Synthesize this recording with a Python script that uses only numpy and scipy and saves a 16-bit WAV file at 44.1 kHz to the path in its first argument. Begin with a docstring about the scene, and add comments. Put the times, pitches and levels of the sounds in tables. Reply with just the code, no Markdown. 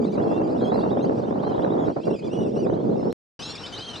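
"""Whistling ducks across a lake

A flock calls over open water: arched peeps, reedy chips and long whistles, each a few harmonics on
an unsteady pitch, blurred by echoes from the banks. At first the birds are far off and gusts buffet
the stereo microphone. After a click and a short silent break the flock is nearer and the wind has
dropped to a soft rush."""
import sys
import numpy as np
from scipy import signal
from scipy.fft import rfft, irfft
from scipy.io import wavfile
from scipy.ndimage import uniform_filter1d

SR = 44100
rng = np.random.default_rng(int(sys.argv[2]) if len(sys.argv) > 2 else 0)


def wrap_up_sound(samples):
    """Save the sound to the file named by the first command line argument, as 16-bit audio."""
    columns = np.atleast_2d(samples).T
    # keep every value between -1 and 1, then stretch to whole-number steps
    tamed = np.clip(columns, -1, 1)
    steps = np.round(tamed * 32767).astype(np.int16)
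    wavfile.write(sys.argv[1], SR, steps)


N = 176400
T = np.arange(N) / SR
HZ = np.fft.rfftfreq(N, 1 / SR)

# gusts on the microphone: t/s, relative rumble level/dB, relative flutter level/dB
GUST_LEVELS = [(0.0, -18.5, -36), (0.059, -28, -39.5), (0.119, -28.5, -45), (0.182, -21.5, -30),
               (0.58, -24, -34.5), (0.72, -22, -29), (1.1, -23, -35.5), (1.25, -25.5, -35),
               (1.6, -23.5, -30.5), (1.903, -22.5, -30.5), (1.953, -38, -62), (1.965, -24, -27),
               (2.029, -38, -53), (2.078, -18.5, -32), (2.14, -23.5, -39), (2.181, -37.5, -55),
               (2.25, -27.5, -41.5), (2.33, -26.5, -41.5), (2.379, -23.0, -37), (2.48, -22, -38.5),
               (2.515, -27.5, -54), (2.564, -21.5, -35.5), (2.63, -25.5, -46), (2.679, -20.5, -32.5),
               (2.8, -25.5, -39.5), (2.921, -19.5, -40), (3.031, -26, -39), (3.078, -19, -33),
               (3.12, -29, -46)]
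# sharp buffets within the gusts: t/s, added level/dB
BUFFET_HITS = [(.05, 11.5), (0.779, 3.5), (.983, 4.5), (1.06, 5), (1.096, 6), (2.66, 7.5), (2.852, 6.5)]
# spectrum of the wind common to both channels: f/Hz, relative level/dB
WIND_MID_SPECTRUM = [(25, -60), (60, -22.5), (120, -6.5), (210, -0.5), (440, -2), (700, -15.5), (1950, -47),
                     (6000, -58.5)]
# spectrum of the wind opposite in the two channels: f/Hz, relative level/dB
WIND_SIDE_SPECTRUM = [(25, -58), (110, -0.5), (410, 8), (570, 5.5), (1260, -18.5), (2000, -33),
                      (6000, -74.5)]
# hollow tone of the first gust: t/s, f/Hz, level/dB
SWIRL_PATH = [(0, 265, -22.5), (.065, 195, -28), (.11, 195, -27), (.21, 340, -32.5), (.52, 305, -29.5),
              (0.641, 205, -28.5), (0.749, 330, -42.5)]
# spectra of the open air, far from the flock and near it: f/Hz, relative level/dB
FAR_AIR = [(100, -1.5), (3000, -2), (5500, -7), (7500, -14), (10000, -29.5), (15000, -38.5)]
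NEAR_AIR = [(25, -33), (60, -1.5), (140, 0), (300, 1), (800, -6), (1400, -9), (2100, -18), (4500, -16),
            (7000, -28), (10000, -44.5), (15000, -59)]
# reedy falling chips: t/s, length/s, top f/Hz, base level/dB
CHIP_CALLS = [(0.016, 0.058, 2380, -52.5), (0.122, .048, 2360, -52), (0.431, .052, 2460, -58.5),
              (0.51, 0.044, 2500, -60), (0.588, 0.05, 2520, -61), (0.665, .05, 2600, -59),
              (0.738, 0.061, 2640, -59), (0.89, .045, 2680, -64), (1.025, 0.039, 3230, -55),
              (1.075, 0.04, 2720, -68), (1.18, 0.034, 2960, -61.5), (2.05, 0.049, 2430, -54),
              (2.157, 0.056, 2454, -52.5), (2.245, .04, 3020, -59.5), (2.255, 0.042, 2470, -54),
              (2.318, 0.052, 2920, -55.5), (2.387, 0.054, 2930, -58), (2.476, 0.044, 2890, -59),
              (2.55, 0.038, 2800, -56.5), (2.992, 0.031, 2145, -58), (3.551, 0.025, 2430, -39.5),
              (3.655, 0.02, 2410, -43.5)]
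# pure arched peeps: t/s, length/s, top f/Hz, base level/dB
PEEP_CALLS = [(0.041, 0.062, 4090, -55), (0.597, 0.055, 4260, -56.5), (0.807, 0.056, 3840, -55),
              (0.897, 0.049, 3840, -53), (0.988, 0.037, 2770, -58), (1.002, 0.054, 4140, -56.5),
              (1.046, 0.024, 4740, -56), (1.211, 0.049, 4170, -68), (1.385, 0.03, 3260, -59),
              (1.429, 0.032, 4700, -59), (1.524, .03, 3320, -59), (1.538, 0.056, 3900, -57),
              (1.617, 0.045, 4010, -54.5), (1.619, 0.026, 3300, -55), (1.699, .05, 3900, -55.5),
              (1.778, 0.044, 3800, -59), (2.033, 0.032, 3450, -55), (2.128, 0.045, 3460, -56),
              (2.225, 0.049, 3520, -54), (2.331, 0.037, 3470, -54.5), (2.731, 0.033, 4110, -60),
              (3.103, 0.03, 4280, -54.5), (3.422, 0.057, 4124, -41), (3.487, .04, 4550, -45.5),
              (3.575, 0.044, 3950, -47), (3.658, 0.039, 4010, -45), (3.739, 0.038, 4020, -48),
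              (3.757, .055, 4090, -52), (3.776, 0.035, 4800, -43.5), (3.803, 0.041, 4190, -44),
              (3.85, 0.028, 4370, -46.5), (3.885, .046, 4250, -47), (3.956, 0.044, 4110, -42)]
# harmonics of those calls, fundamental first: level/dB relative to the base
CHIP_PARTIALS_DB, PEEP_PARTIALS_DB = [-7.5, -5, -14.5, -19], [0.5, -25, -30.5]
# the rest of the flock: from t/s, to t/s, call rate/Hz, base level/dB
CHATTER_SPANS = [(0, 1.1, 80, -65.5), (1.1, 2.65, 75, -67), (2.65, 3.13, 65, -69.5), (3.3, 4, 100, -55.5)]
# a faint tick, and the click before the break: t/s, peak level/dB
TICK_HITS = [(.121, -38), (3.127, -23)]
# long whistles: t/s, length/s, first f/Hz, middle f/Hz, last f/Hz, level/dB, octave level/dB
WHISTLE_CALLS = [(0.277, 0.15, 2634, 2725, 2678, -56, -74), (0.27, 0.14, 3250, 3480, 3880, -61.5, -77),
                 (0.607, 0.11, 3360, 3266, 3540, -48.5, -68), (0.701, 0.068, 3680, 3970, 4180, -51.5, -84),
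                 (.73, 0.18, 2720, 2750, 2760, -61, -80), (0.768, 0.061, 4520, 4620, 4660, -56.5, -68),
                 (1.427, 0.12, 3420, 4170, 3510, -57.5, -91), (1.432, 0.088, 2960, 3170, 2950, -58, -78),
                 (1.789, 0.09, 3470, 3330, 3130, -59, -69), (2.002, 0.16, 2470, 2774, 2555, -56, -61.5),
                 (2.153, 0.14, 2527, 2484, 2330, -58, -66.5), (2.29, 0.19, 2545, 2933, 2550, -52.5, -61.5),
                 (2.559, 0.1, 2650, 2920, 2340, -55.5, -59), (2.977, 0.16, 2590, 2640, 2790, -84, -61),
                 (3.389, .18, 2277, 2734, 2584, -51.5, -45.5), (3.39, 0.14, 2780, 3304, 3520, -49, -49.5),
                 (3.391, 0.02, 2885, 3000, 3130, -42, -69.5), (3.45, 0.077, 3850, 4040, 4150, -44, -77),
                 (3.56, 0.15, 2595, 2704, 2350, -58, -48.5), (3.634, 0.028, 3030, 3050, 2950, -38.5, -62),
                 (3.724, .038, 2990, 3110, 3190, -40, -51.5), (3.779, .195, 2880, 3154, 2734, -41.5, -59)]

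BREAK_S = (3.13, 3.392)
FLUTTER_HZ, WIND_TOP_HZ, WIND_LIMIT_DB = 671, 2010, -7.5  # rumble lies below FLUTTER_HZ, flutter above
BUFFET_DECAY_S, TICK_DECAY_S, SWIRL_WIDTH_HZ = .0098, .00063, 22
ATTACK_S, RELEASE_S, ARCH_ENDS_DB = .003, .01, -2.5
JITTER, SHIMMER_DB = .0085, 2.96  # unsteadiness of a call's pitch (share) and level
CHATTER_SPREAD_DB, ABSORB_HZ = 10, 9400
LEADER_ECHO_DB, CHATTER_ECHO_DB, SHORE_T60_S = -13.5, -5, .12
LOW_CUT_HZ, HIGH_CUT_HZ = 46, 15400


def amp(db):
    """Decibels to gain."""
    return 10 ** (np.asarray(db) / 20)


def unit(x):
    """Scales to rms 1."""
    return x / np.sqrt(np.mean(x ** 2) + 1e-20)


def add(mix, start, sound):
    """Mixes a sound in at a start time in seconds."""
    part = mix[max(round(start * SR), 0):][:len(sound)]
    part += sound[:len(part)]


def noise(spectrum, shape=1):
    """Noise of rms 1, coloured by (f/Hz, level/dB) points and a further gain curve."""
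    f, db = np.transpose(spectrum)
    colour = amp(np.interp(np.log(HZ + 1), np.log(f), db))
    return unit(irfft(rfft(rng.standard_normal(N)) * shape * colour, N))


def wander(rate_hz, slowest_hz=0.42):
    """Random motion of rms 1 between the slowest rate and the given one."""
    band = HZ ** 2 / (HZ ** 2 + slowest_hz ** 2) / (1 + (HZ / rate_hz) ** 4)
    return unit(irfft(rfft(rng.standard_normal(N)) * band, N))


def wind():
    """Eddies hit the microphone: a lumpy rumble and a more ragged flutter, wide in stereo."""
    times, rumble_db, flutter_db = np.transpose(GUST_LEVELS)
    eddies = wander(83, slowest_hz=5.5)
    rolloff = 1 / np.sqrt(1 + (HZ / WIND_TOP_HZ) ** 10)
    low = 1 / (1 + (HZ / FLUTTER_HZ) ** 10)
    buffet_db = sum(db * np.exp(-abs(T - at) / BUFFET_DECAY_S) * np.clip((T - at) * 1000 + 1, 0, 1)
                    for at, db in BUFFET_HITS)  # each rises in 1 ms
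    rumble, flutter = (low, rumble_db - 1.5, 2.2, -3.5), (1 - low, flutter_db - 1, 3, 3.5)
    out = np.zeros((2, N))
    for share, db, lumps_db, side_db in (rumble, flutter):
        mid = noise(WIND_MID_SPECTRUM, np.sqrt(share) * rolloff)
        side = amp(side_db) * noise(WIND_SIDE_SPECTRUM, np.sqrt(share))
        gusts = amp(np.interp(T, times, db) + buffet_db)
        out += np.array([mid + side, mid - side]) * unit(amp(lumps_db * eddies)) * gusts
    return out * amp([[-.8], [.8]])  # a little to the right


def swirl():
    """Eddies shed at a rate that follows the wind speed: a narrow, fuzzy tone."""
    times, hz, db = np.transpose(SWIRL_PATH)
    phase = 2 * np.pi * np.cumsum(np.interp(T, times, hz)) / SR + wander(SWIRL_WIDTH_HZ)
    flicker = amp(3.5 * wander(SWIRL_WIDTH_HZ))
    return amp(np.interp(T, times, db)) * unit(flicker * np.sin(phase))


def air(spectrum, db, side_db):
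    """A steady, gently wavering rush of open air over the lake."""
    mid, side = noise(spectrum), amp(side_db) * noise(spectrum)
    return amp(db + 1.4 * wander(23)) * np.array([mid + side, mid - side])


def voice(hz, partials_db, fade_db, jitter, shimmer):
    """One duck's call: trembling harmonics that swell and fade; the air on the way dulls the top ones."""
    t = np.arange(len(hz)) / SR
    phase = 2 * np.pi * np.cumsum(hz * (1 + JITTER * jitter)) / SR
    attack = np.sin(np.pi / 2 * np.minimum(t / ATTACK_S, 1))
    release = np.sin(np.pi / 2 * np.minimum((t[-1] - t) / RELEASE_S, 1))
    swell_db = ARCH_ENDS_DB * (2 * t / t[-1] - 1) ** 2 + fade_db * t / t[-1] + SHIMMER_DB * shimmer
    tone = sum(amp(db) * np.sin(k * phase) / (1 + (k * hz / ABSORB_HZ) ** 8)
               for k, db in enumerate(partials_db, 1))
    return np.sqrt(2) * unit(attack * release * amp(swell_db)) * tone


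def chorus(calls):
    """Voices and mixes calls (start, pitch curve, partial levels, fade), each with its own tremble."""
    tremble, flock = np.array([wander(100), wander(54)]), np.zeros(N)
    for k, (start, hz, partials_db, fade_db) in enumerate(calls):
        jitter, shimmer = np.take(tremble, k * SR // 10 + np.arange(len(hz)), axis=1, mode="wrap")
        add(flock, start, voice(hz, partials_db, fade_db, jitter, shimmer))
    return flock


def arch(length, top_hz, top_at, bend):
    """Pitch of a short call: it tops out at the share top_at of its length and falls away."""
    return top_hz / np.sqrt(1 + bend * (np.linspace(0, 1, int(length * SR)) - top_at) ** 2)


def chip(start, length, top_hz, db):
    """A reedy call whose pitch peaks early and drops."""
    return start, arch(length, top_hz, top_at=.3, bend=1.25), db + np.array(CHIP_PARTIALS_DB), 0


def peep(start, length, top_hz, db, fade_db=-8.5):
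    """A nearly pure arched call, loudest on the way up."""
    return start, arch(length, top_hz, top_at=.56, bend=1.503), db + np.array(PEEP_PARTIALS_DB), fade_db


def chatter():
    """Random peeps and chips from the body of the flock; longer calls are louder."""
    calls = []
    for begin, end, rate, db in CHATTER_SPANS:
        draws = rng.random(size=(400, 3))[:int((end - begin) * rate)]
        for k, (delay, size, pitch) in enumerate(draws):
            call, low_hz, span_hz = (peep, 2800, 2000) if k % 2 else (chip, 2350, 750)
            start = begin + (k + 3 * delay) / rate
            call_db = db + CHATTER_SPREAD_DB * (size - .5)
            calls.append(call(start, .028 + .028 * size, low_hz + span_hz * pitch, call_db))
    return chorus(calls)


def shore(calls):
    """Scattered echoes from the banks, different in each channel."""
    t = T[:SR // 2]
    tail = rng.standard_normal((2, len(t))) * amp(-60 * t / SHORE_T60_S) * (t > .004)
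    tail[1] = tail[0] + .5 * tail[1]  # the channels share most of the echo
    tail /= np.linalg.norm(tail, axis=1, keepdims=True)
    return signal.fftconvolve(calls[None], tail, axes=1)[:, :N]


def ticks():
    """Tiny broadband clicks: a sudden step that dies at once."""
    out, t = np.zeros(N), T[:SR // 200]
    for start, db in TICK_HITS:
        add(out, start, amp(db) * np.exp(-t / TICK_DECAY_S))
    return out


def whistle(start, length, first_hz, middle_hz, last_hz, db, octave_db):
    """A held call that glides through three pitches, bending most near its ends."""
    position = np.linspace(-1, 1, int(length * SR))
    slope = (last_hz - first_hz) / 2 * position
    bend = ((first_hz + last_hz) / 2 - middle_hz) * abs(position) ** 2.8
    body_db = (db + octave_db) / 2
    return start, middle_hz + slope + bend, [db, octave_db, body_db - 12, body_db - 16.5], 0


def scene():
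    """From the lakeside: distant ducks in gusts before the break, nearer ones in calm air after it."""
    limit = amp(WIND_LIMIT_DB)
    gusts = limit * np.tanh((wind() + swirl()) / limit)  # rounds off the strongest buffets
    windy = gusts + air(FAR_AIR, db=-62, side_db=-4)
    calm = air(NEAR_AIR, db=-40, side_db=-6.5) * amp([[1.2], [-1.2]])  # a little to the left
    leaders = chorus([peep(*row) for row in PEEP_CALLS] + [chip(*row) for row in CHIP_CALLS]
                     + [whistle(*row) for row in WHISTLE_CALLS])
    rest = chatter()
    echoes = shore(amp(LEADER_ECHO_DB) * leaders + amp(CHATTER_ECHO_DB) * rest)
    return leaders + rest + echoes + ticks() + np.where(T < np.mean(BREAK_S), windy, calm)


def record(dry):
    """The microphone trims the deepest rumble; the sound drops out in the break; the top is cut off."""
    trimmed = signal.sosfilt(signal.butter(2, LOW_CUT_HZ, "high", fs=SR, output="sos"), dry)
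    gate = uniform_filter1d(((T < BREAK_S[0]) | (T > BREAK_S[1])) * 1., size=60)
    high_cut = signal.firwin(511, HIGH_CUT_HZ, window=("kaiser", 9), fs=SR)
    return signal.oaconvolve(trimmed * gate, high_cut[None], "same")


dry = scene()
out = record(dry)
wrap_up_sound(out)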